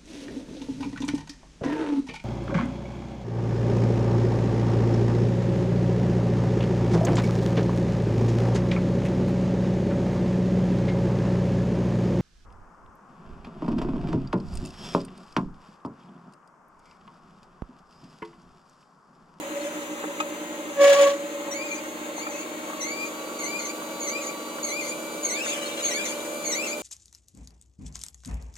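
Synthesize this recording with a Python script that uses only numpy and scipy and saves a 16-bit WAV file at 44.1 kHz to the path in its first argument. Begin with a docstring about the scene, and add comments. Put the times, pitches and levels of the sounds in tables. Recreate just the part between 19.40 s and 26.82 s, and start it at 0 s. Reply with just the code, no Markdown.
"""The turning auger of a slow juicer squeaks on wet pulp about every 0.6 s: friction sounds a gliding set of partials.
Before that an apple piece cracks and another jams, dragged along the wall with a loud groaning crunch (stick-slip).
Behind it the motor, fed with rectified mains, hums and throbs under load and speeds up as the fruit gives way.
Pulp crackles and whistles in the strainer; a hand-held phone hears it all close by on a kitchen counter."""
import sys
import numpy as np
from scipy import signal
from scipy.fft import rfft, irfft
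from scipy.io import wavfile
from scipy.ndimage import uniform_filter1d

SR = 44100
rng = np.random.default_rng(int(sys.argv[2]) if len(sys.argv) > 2 else 0)


def unload_wav(signal):
    """Save mono or channel-first audio to the path in sys.argv[1] as 16-bit WAV at rate SR, clipped to [-1, 1]."""
    wavfile.write(
        sys.argv[1],
        SR,
        np.round(np.clip(np.atleast_2d(signal).T, -1, 1) * 32767).astype(np.int16),
    )


N = 327222
T = np.arange(N) / SR
FREQS = np.fft.rfftfreq(N, 1 / SR)

# Levels are those of the sources, ahead of room and microphone.
# motor speed, low under load: [t/s, shaft rate f/Hz]
SHAFT_SPEED = [(0.0, 64.1), (0.25, 64.3), (0.29, 63.4), (0.78, 63.5), (0.99, 65.4), (1.24, 65.9),
               (1.42, 62.5), (1.64, 62.1), (1.75, 65.9), (2.4, 67.6), (2.67, 67.4), (3.45, 69.5),
               (3.64, 70.9), (4.21, 72.0), (5.08, 71.5), (5.39, 72.7), (6.26, 72.5), (7.42, 73.8)]
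# shaft rates when labouring, running easily and running free [f/Hz]
LOAD_SPEEDS = [65, 71.7, 72.9]
# motor and gear tones: [multiple of shaft rate, multiple of mains ripple, level/dB labouring, easy, free]
MOTOR_TONES = [(3, 0, -66, -59.5, -56.5), (5, 0, -45, -51.5, -58), (6, 0, -67, -82, -86),
               (7, 0, -51.5, -50.5, -47.5), (8, 0, -92, -45, -39), (9, 0, -46, -48.5, -48),
               (13, 0, -55, -51.5, -58.5), (15, 0, -53.5, -87, -84), (16, 0, -59, -44, -51.5),
               (20, 0, -67, -57, -55.5), (32, 0, -56, -52.5, -45), (40, 0, -100, -57, -58.5),
               (56, 0, -82, -55.5, -57.5), (64, 0, -66, -54.5, -57), (94, 0, -82, -60, -54),
               (96, 0, -60, -58, -80), (128, 0, -97, -62, -55), (160, 0, -88, -70.5, -75),
               (174, 0, -100, -88, -73), (0, 1, -67.5, -80, -69), (0, 2, -50, -49.5, -49.5),
               (0, 3, -50.5, -60.5, -56), (0, 5, -48.5, -59, -60), (0, 7, -59, -52.5, -53.5),
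               (1, 1, -55, -56, -80), (3, 1, -49, -53, -50.5), (1, 2, -40.5, -43, -42.5),
               (2, 2, -57.5, -79, -87), (-1, 3, -49, -51, -85), (2, 3, -86, -76, -64),
               (3, 3, -89, -51.5, -63)]
# noise spectrum of gears, brushes and fan: [f/Hz, level/dB per Hz labouring, level/dB per Hz free]
WHIRR_SPECTRUM = [(25, -101, -112), (67, -85.5, -84), (117, -91.5, -92), (170, -77, -72), (292, -72, -68),
                  (440, -70, -63), (592, -64, -63), (666, -72, -71), (820, -70, -69.5), (1550, -71.5, -71),
                  (1700, -74, -88), (2180, -73, -76), (4110, -83, -81.5), (5200, -96.5, -93.5),
                  (5900, -100, -86.5), (6440, -81, -80.5), (7160, -80, -83), (7400, -88.5, -84.5),
                  (11030, -98, -97), (13700, -104.5, -90), (13500, -99, -100)]
# spurts of wet pulp squeezed through the strainer: [t/s, hold/s, relative level/dB]
PULP_SPURTS = [(.23, 0.021, -43), (6.07, 0.11, -34.5), (6.39, 0.043, -37), (6.63, 0.036, -38),
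               (7.22, 0.043, -43.5)]
# colour of the pulp's crackle: [f/Hz, relative level/dB]
PULP_SPECTRUM = [(500, -19), (1200, -1.5), (1800, 0.5), (2400, 2.5), (3200, 0.5), (4200, -44), (5200, -8),
                 (6800, -4.5), (9000, -9.5), (15500, -40)]
# juice and air whistling through the strainer, and a second squeal of the auger contact falling near 1.5-1.9
# kHz with its octave near 3-4 kHz (rows at 5.932, 5.955, 6.55, 6.555): [t/s, length/s, first f/Hz, last f/Hz,
# peak level/dB]
WHISTLE_NOTES = [(2.289, 0.063, 2380, 2404, -33.5), (2.91, 0.14, 2480, 2796, -42.5),
                 (5.932, 0.068, 3960, 2990, -39.5), (5.955, 0.061, 1793, 1510, -40.5),
                 (6.05, 0.062, 3610, 3620, -43), (6.057, 0.085, 2750, 2550, -37),
                 (6.107, 0.14, 3205, 2900, -39.5), (6.206, 0.13, 2910, 3420, -47),
                 (6.194, 0.091, 3750, 4430, -44), (6.37, 0.12, 2610, 3080, -41.5),
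                 (6.385, 0.097, 3570, 4460, -42.5), (6.55, 0.061, 3765, 3140, -37.5),
                 (6.555, 0.056, 1852, 1534, -37), (6.591, .055, 3180, 3960, -41),
                 (6.644, 0.05, 3725, 3270, -40), (7.217, 0.06, 2690, 3400, -44.5)]
# fruit snapping, knocking and popping in the chute: [t/s, level/dB, ring f/Hz, decay/s]
CRACK_EVENTS = [(0.626, -29, 1560, 0.0045), (.638, -22, 440, 0.0043), (.639, -20, 1200, 0.0021),
                (.786, -29, 2080, 0.004), (0.802, -15.5, 1276, 0.0095), (0.801, -19.5, 2506, 0.0071),
                (0.803, -30.5, 6660, .011), (1.452, -24, 6940, .004), (1.485, -29, 2250, .003),
                (1.497, -30, 6850, 0.0065), (1.506, -27, 3030, .003), (1.519, -20, 1350, 0.0041),
                (1.603, -24, 2300, 0.0041), (1.613, -31, 6830, .007), (2.08, -28, 931, 0.0053),
                (2.448, -32, 1420, .005), (2.781, -27, 950, .005), (2.867, -22.5, 1290, .005),
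                (2.89, -32, 835, 0.009), (3.299, -29, 1130, 0.0055), (3.331, -28, 1160, 0.0087),
                (3.899, -29, 1136, 0.0036), (4.419, -27.5, 1120, 0.0052), (5.183, -24.5, 1432, .005),
                (6.061, -24, 1487, 0.0059)]
# a piece softly rubbing on the wall: [t/s, hold/s, level/dB]
RUB_CONTACTS = [(.21, 0.061, -32), (.82, 0.033, -38.5), (1.82, 0.34, -37.5), (2.86, .06, -43)]
# shoves of the jammed piece: [t/s, hold/s, level/dB of first partial, second, higher overtones, tearing flesh]
GROAN_SHOVES = [(1.416, .04, -11, -28, -32.5, -24.5), (1.466, 0.061, -11.5, -34, -32, -22),
                (1.563, .03, -17, -26.5, -49, -24.5), (1.601, 0.031, -11.5, -30.5, -46, -23),
                (1.659, 0.021, -15.5, -26.5, -39, -29.5), (1.708, 0.009, -22.5, -42, -52, -37)]
# the groan's higher overtones: [multiple of its pitch, relative level/dB]
GROAN_OVERTONES = [(3, 2), (4, -3), (5, -9), (6, -10)]
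# colour of the crunch: [f/Hz, relative level/dB]
CRUNCH_SPECTRUM = [(150, -38), (400, -8), (650, -0.5), (1100, -0.5), (1400, -3.5), (2000, 3.5), (3500, -3),
                   (4400, -12), (5700, -11.5), (6300, -10), (6850, -3.5), (7400, -16.5), (10000, -22.5),
                   (13000, -38), (15500, -27)]
# one squeak per turn of the auger: [pinch t/s, lead-in/s, slide/s, chatter/s,
# relative level/dB, shrillness/dB, extra dip f/Hz, extra climb f/Hz]
SQUEAK_TURNS = [(2.116, 0.0056, .14, 0.13, -4.5, 1.5, 8.5, 50),
                (2.78, 0.015, .1, .15, -7.5, 4.5, -130, -120),
                (3.417, 0.016, 0.23, .025, -2, 1, -30, -29.5), (4.038, 0.046, .141, .12, 0, 0, -110, -2.5),
                (4.678, 0.074, 0.11, 0.11, -1, 1.5, -59.5, 79),
                (5.297, 0.064, 0.095, 0.13, 1, 1.5, -38, 18.5),
                (5.907, .075, .125, 0.1, 0.5, 4, 1.5, 400.5), (6.511, 0.084, 0.12, 0.093, 0.5, 4, 25.5, 3),
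                (7.13, .088, .115, .085, 2, 3.5, 60, 329.5)]
# the course of every squeak: pitch sinks and turns shrill as the pulp is pinched, climbs as it slides free,
# then the contact breaks and chatters:
# [t/s into the squeak, pitch f/Hz, fundamental level/dB, shrill-partial control level/dB, roughness 0-1]
SQUEAK_COURSE = [(0, 2285, -37, -35.5, 0.05), (.02, 2148, -45, -30.5, .06), (.042, 2238, -36.5, -38, .12),
                 (.07, 1941, -38.5, -28, 0.16), (0.097, 2197, -32.5, -38, .03),
                 (.135, 2337, -32, -39.5, 0.02), (.185, 2448, -33, -43.5, .08), (.197, 2394, -38, -37, .5),
                 (.21, 2192, -38, -38, 0.91), (.26, 2206, -43, -36.5, 0.8), (.29, 2426, -34, -40, .2)]
# the bowl's response to a squeak: [f/Hz, relative level/dB]
BOWL_RESPONSE = [(2400, 0), (4500, -2), (5300, -7), (6100, 0), (6700, 3), (7300, -2), (8000, -5),
                 (8600, -10), (12000, -7)]

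RIPPLE_HZ, TOP_HZ = 120, 15850  # rectified mains ripple; the phone's upper limit
PULP_ATTACK_S, PULP_RELEASE_S, SEEP_DB = 0.089, 0.24, -51  # between spurts the pulp only seeps
RUB_ATTACK_S, RUB_RELEASE_S = 0.11, 0.06
# light contact between the rubs, until the fruit has gone down
CONTACT_DB, CONTACT_END_S, CONTACT_RELEASE_S = -46.5, 2.93, 0.29
GROAN_HZ, GROAN_ATTACK_S, GROAN_RELEASE_S = 564, 0.022, 0.033
TEAR_ATTACK_S, TEAR_RELEASE_S = 0.017, 0.041
PINCH_S, FREE_S, BEND_S = .07, .185, 0.032  # tightest and freest moments of the course; width of extra bends
EDGE_HZ, EDGE_DB_PER_HZ = 2220, 3  # above this pitch a squeak loses its edge
LEAD_S = .07  # a longer lead-in slows the opening of the squeak; a shorter one joins it late


def undb(db):
    """Definition of the decibel: level to amplitude gain."""
    return 10 ** (np.asarray(db) / 20)


def unit(x):
    """Normalisation: scale to rms 1."""
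    return x / np.sqrt(np.mean(x ** 2))


def turn(hz):
    """Phase is the running integral of frequency."""
    return 2 * np.pi * np.cumsum(hz) / SR


def walk(rate):
    """Low-passed Gaussian noise: smooth chance of rms 1 that changes about rate times a second."""
    size = N // 27  # a coarse time grid suffices
    lowpass = 1 + (2 * FREQS[:size // 2 + 1] / rate) ** 4
    slow = irfft(rfft(rng.standard_normal(size)) / lowpass, size)
    return unit(np.interp(T, np.linspace(0, T[-1], size), slow))


def colour(x, points):
    """Linear filtering: multiply the spectrum by a curve through [f/Hz, level/dB] points."""
    hz, db = np.transpose(points)
    gain = undb(np.interp(np.log(FREQS + 1), np.log(hz), db))
    return irfft(rfft(x) * gain, N)


def gate(start, end, fade):
    """Amplitude window: 1 from start to end, fading on both sides."""
    return np.clip(np.minimum(T - start, end - T) / fade + 1, 0, 1) ** 2


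def swell(start, hold, db, attack, release):
    """Exponential growth and decay around a hold at the given level."""
    before = np.minimum(T - start, 0)
    after = np.maximum(T - start - hold, 0)
    return undb(db) * np.exp(before / attack - after / release)


def swells(rows, attack, release):
    """Dominance: the strongest of several swells at each moment."""
    return np.max([swell(s, hold, db, attack, release) for s, hold, db in rows], axis=0)


def grains(rate, spread_db):
    """Random impulse process: bursting fruit cells as clicks of uneven size."""
    size = undb(spread_db * np.minimum(rng.exponential(size=N), 4))
    return unit((rng.random(N) < rate / SR) * size * rng.standard_normal(N))


def kitchen(x, direct, t60, wet_db, low_wet_db):
    """Reverberation: short reflections from counter and walls, unrelated left and right in the treble."""
    t = T[:SR // 2]
    treble = 1 / (1 + (850 / (FREQS + 1)) ** 6)
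    decay = undb(-60 * t / t60) * (t > .002)
    tails = rfft(rng.standard_normal((2, len(t))) * decay, N)
    # level the broad peaks and dips of the random tails, leaving an evenly coloured room
    tails /= np.sqrt(uniform_filter1d(abs(tails) ** 2, size=N // 150))
    wet = treble * undb(wet_db)
    # in the bass the reflections only widen the sound a little
    width = np.array([[1], [-1]]) * tails[0] * (1 - treble) * undb(low_wet_db)
    return irfft(rfft(x) * ((direct + wet * tails) / np.sqrt(1 + wet ** 2) + width), N)


def ports(lag_ms, bass_share):
    """Arrival-time difference: sound reaches the left of two microphone ports later, less so in the bass."""
    share = np.interp(FREQS, [600, 1200], [bass_share, 1])
    left = np.exp(-2j * np.pi * FREQS * share * lag_ms / 1000)
    return np.array([left, np.ones(len(FREQS))])


def motor(speed):
    """Harmonic and sideband synthesis: shaft harmonics and their sums with the mains ripple, beating under load."""
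    shaft, shake, out = turn(speed), .007 * walk(30), 0
    ripple_phase = 2 * np.pi * RIPPLE_HZ * T
    for order, ripple, *levels in MOTOR_TONES:
        flutter_db = (.8 if order < 10 else 1.8) * walk(25)
        db = np.interp(speed, LOAD_SPEEDS, levels) + flutter_db
        out = out + undb(db) * np.cos(order * (shaft + shake) + ripple * ripple_phase)
    return np.sqrt(2) * out


def whirr(speed):
    """Cyclic and modulated noise: brush noise repeats every shaft turn, a hiss pulses with ripple and shaft."""
    table, shaft = np.array(WHIRR_SPECTRUM), turn(speed)
    free = np.clip((speed - LOAD_SPEEDS[0]) / (LOAD_SPEEDS[2] - LOAD_SPEEDS[0]), 0, 1) ** 2
    # the brushes pass over the same bumps on every turn
    bumps = signal.resample(rng.standard_normal(560), 8192)
    angles = np.linspace(0, 2 * np.pi, len(bumps))
    brushes = unit(np.interp(shaft % (2 * np.pi), angles, bumps))
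    brushes = colour(brushes, [(700, -18), (1500, -11), (4000, -9), (8000, -5)])
    pulse = 1 + 0.21 * np.cos(2 * np.pi * RIPPLE_HZ * T) + 0.01 * np.cos(shaft) + 0.17 * np.cos(2 * shaft)
    hiss = unit(rng.standard_normal(N) * pulse * undb(.5 * walk(28.0)))
    noise = (.92 * hiss + brushes) * np.sqrt(SR / 2)  # rms to density per Hz
    return (1 - free) * colour(noise, table[:, [0, 1]]) + free * colour(noise, table[:, [0, 2]])


def chirps(count, low_hz, high_hz, length, glide):
    """Short gliding tones: air and juice forced through the mesh, most of them rising."""
    out, t = np.zeros(N + SR), np.arange(int(length * SR)) / SR
    for when, pitch, slope in rng.random((count, 3)):
        hz = (low_hz + pitch * (high_hz - low_hz)) * (1 + glide * (slope - .4) * t / length)
        start = int(when * N)
        out[start:start + len(t)] += np.hanning(len(t)) * np.sin(turn(hz))
    return unit(out[:N])


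def pulp():
    """Granular noise: wet crackle in uneven spurts; the mesh chirps only when the pulp is pressed hard."""
    spurts = swells(PULP_SPURTS, PULP_ATTACK_S, PULP_RELEASE_S)
    db = 20 * np.log10(np.hypot(undb(SEEP_DB), spurts))
    crackle = unit(colour(grains(rate=1500, spread_db=2.1), PULP_SPECTRUM))
    spray = chirps(count=600, low_hz=2300, high_hz=4200, length=.035, glide=.3) * undb(4 * walk(300) - 2)
    pressed = np.clip((db + 50) / 10, 0, 1)
    return (crackle + .8 * pressed * spray) * undb(db - 1.5 + 1.2 * walk(35))


def whistles():
    """Frequency and amplitude modulation: sliding, sputtering notes from the strainer, and a second squeal
    falling in pitch."""
    out, wobble, sputter = np.zeros(N), .014 * walk(250), undb(3.5 * walk(140))
    for s, length, first_hz, last_hz, db in WHISTLE_NOTES:
        span = (T > s) & (T < s + length)
        hz = np.geomspace(first_hz, last_hz, span.sum()) * (1 + wobble[span])
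        envelope = undb(db) * signal.windows.tukey(len(hz), .5)
        out[span] += envelope * sputter[span] * np.sin(turn(hz))
    return out


def cracks():
    """Impulsive excitation of a damped mode: each snap is a click shower and one dying ring of the chute."""
    out, t = np.zeros(N), T[:SR // 10]
    clicks = grains(rate=6000, spread_db=1.2)
    for s, db, hz, decay in CRACK_EVENTS:
        span = slice(int(s * SR), int(s * SR) + len(t))
        band = signal.butter(3, [.55 * hz, 1.3 * hz], "band", fs=SR, output="sos")
        shower = 0.5 * unit(signal.sosfilt(band, clicks[span])) * np.exp(-t / 0.0061)
        onset = np.minimum(t * hz, 1)  # rises over one period
        ring = np.sin(2 * np.pi * hz * t) * onset * np.exp(-t / decay)
        out[span] += undb(db) * (ring + shower)
    return out


def rub():
    """Friction-driven resonance: lightly rubbed, the wall sings with an unsteady pitch."""
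    contact = swell(0, CONTACT_END_S, CONTACT_DB, RUB_ATTACK_S, CONTACT_RELEASE_S)
    pressure = np.hypot(contact, swells(RUB_CONTACTS, RUB_ATTACK_S, RUB_RELEASE_S))
    return np.sqrt(2) * pressure * undb(2.9 * walk(60)) * np.sin(turn(570 + 11 * walk(38.9)))


def groan():
    """Stick-slip: a jammed piece judders on the wall's resonance, tearing cells at each slip; tone and crunch."""
    shoves = np.array(GROAN_SHOVES)
    first, second, higher = (swells(shoves[:, [0, 1, column]], GROAN_ATTACK_S, GROAN_RELEASE_S)
                             for column in (2, 3, 4))
    tear = swells(shoves[:, [0, 1, -1]], TEAR_ATTACK_S, TEAR_RELEASE_S)
    phase = turn(GROAN_HZ * (1 + 0.01 * walk(237)))
    overtones = sum(undb(db + 3.2 * walk(130)) * np.sin(k * (phase + .09 * walk(220)))
                    for k, db in GROAN_OVERTONES)
    tone = first * undb(.5 * walk(90)) * np.sin(phase)
    tone = tone + second * undb(2 * walk(110)) * np.sin(2 * phase) + higher * overtones
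    slips = ((1 + np.cos(phase)) / 2) ** 5 + .12  # one burst per period
    tearing = grains(rate=9000, spread_db=1) * slips * undb(3 * walk(320))
    return np.sqrt(2) * tone, tear * unit(colour(tearing, CRUNCH_SPECTRUM))


def auger():
    """Cyclic control: every turn replays the squeak's course; gives pitch, two levels, roughness and gate."""
    course, *columns = np.transpose(SQUEAK_COURSE)
    controls, on = np.zeros((4, N)), np.zeros(N)
    for s, lead, slide, chatter, db, shrill_db, dip_hz, climb_hz in SQUEAK_TURNS:
        since = T[T > s - 2 * LEAD_S] - s
        moments = [-max(lead, LEAD_S), 0, slide, slide + chatter]
        age = np.interp(since, moments, [0, PINCH_S, FREE_S, course[-1]])
        hz, first_db, third_db, rough = (np.interp(age, course, c) for c in columns)
        pinched, free = (np.exp(-abs(age - at) / BEND_S) for at in (PINCH_S, FREE_S))
        hz = hz - dip_hz * pinched + climb_hz * free
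        controls[:, N - len(age):] = hz, first_db + db, third_db + db + shrill_db, rough
        on += gate(s - lead, s + slide + chatter, fade=.012)
    return *controls, on


def squeaks(wander):
    """Friction oscillation: pulp squeals on the auger; chatter scatters the pitch and adds half-way partials."""
    hz, first_db, third_db, rough, on = auger()
    scatter = rough * (.05 * walk(452) + .05 * walk(70))
    phase = turn(hz * (1 + wander * walk(25) + 0.004 * walk(98) + scatter))
    between_db = (first_db + third_db) / 2
    # the highest partials come out only while the pitch is pressed down
    edge_db = third_db - EDGE_DB_PER_HZ * np.maximum(hz - EDGE_HZ, 0)
    partials = [first_db, between_db - 8, third_db - 5.5, edge_db - 12, edge_db - 22]
    tone = 0
    # grit in the contact makes the upper partials flutter and blurs their pitch
    for k, db in enumerate(partials):
        level = undb(db + (3 if k else 1.5) * walk(140))
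        tone = tone + level * np.sin((k + 1) * (phase + .12 * walk(180)))
    halves = np.sin(3 * phase / 2) + np.sin(5 * phase / 2)
    tone = tone + np.sqrt(np.clip(rough, 0, 1)) * undb(first_db - 16 + 3 * walk(30)) * halves
    return np.sqrt(2) * colour(on * tone, BOWL_RESPONSE)


def scene():
    """Superposition: tones reach both ports almost in step, noises fill the kitchen; whirr shifts as phone moves."""
    speed = np.interp(T, *np.transpose(SHAFT_SPEED))
    judder, crunch = groan()
    hum = rfft(motor(speed) + judder + rub())
    tones = irfft(hum * np.exp(-1j * np.array([[.38], [0]])), N)  # left lags by 0.38 rad
    direct = ports(lag_ms=0.25, bass_share=0.2)
    # three sets of reflections trade places at constant total power
    shares = np.array([walk(3) for _ in range(3)])
    housing = sum(share * kitchen(whirr(speed), direct, t60=0.044, wet_db=7.5, low_wet_db=-11.5)
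                  for share in shares / np.linalg.norm(shares, axis=0))
    # a weaker second spot of contact squeals along, wandering off pitch
    squeal = squeaks(wander=0) + .2 * squeaks(wander=.035)
    strainer = kitchen(squeal + whistles() + pulp(), direct, t60=0.085, wet_db=7.5, low_wet_db=-29)
    # the fruit breaks right under the phone, so it is heard drier
    wall = kitchen(crunch, direct, t60=.05, wet_db=5, low_wet_db=-25)
    chute = kitchen(cracks(), direct, t60=.025, wet_db=0, low_wet_db=-25)
    return tones + housing + strainer + wall + chute


def record(dry):
    """Microphone response: the left port is duller at the very top; a low-pass cuts off the highest treble."""
    left = colour(dry[0], [(1000, -1.0), (2500, 0.0), (6000, 2.5), (9000, 4.0), (13000, 5.5)])
    right = colour(dry[1], [(1000, -0.5), (2500, -3.0), (6000, 1.5), (9000, 3.5), (13000, 11.0)])
    lowpass = signal.ellip(10, .2, 80, TOP_HZ, fs=SR, output="sos")
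    return signal.sosfilt(lowpass, [left, right])


dry = scene()
out = record(dry)
unload_wav(out)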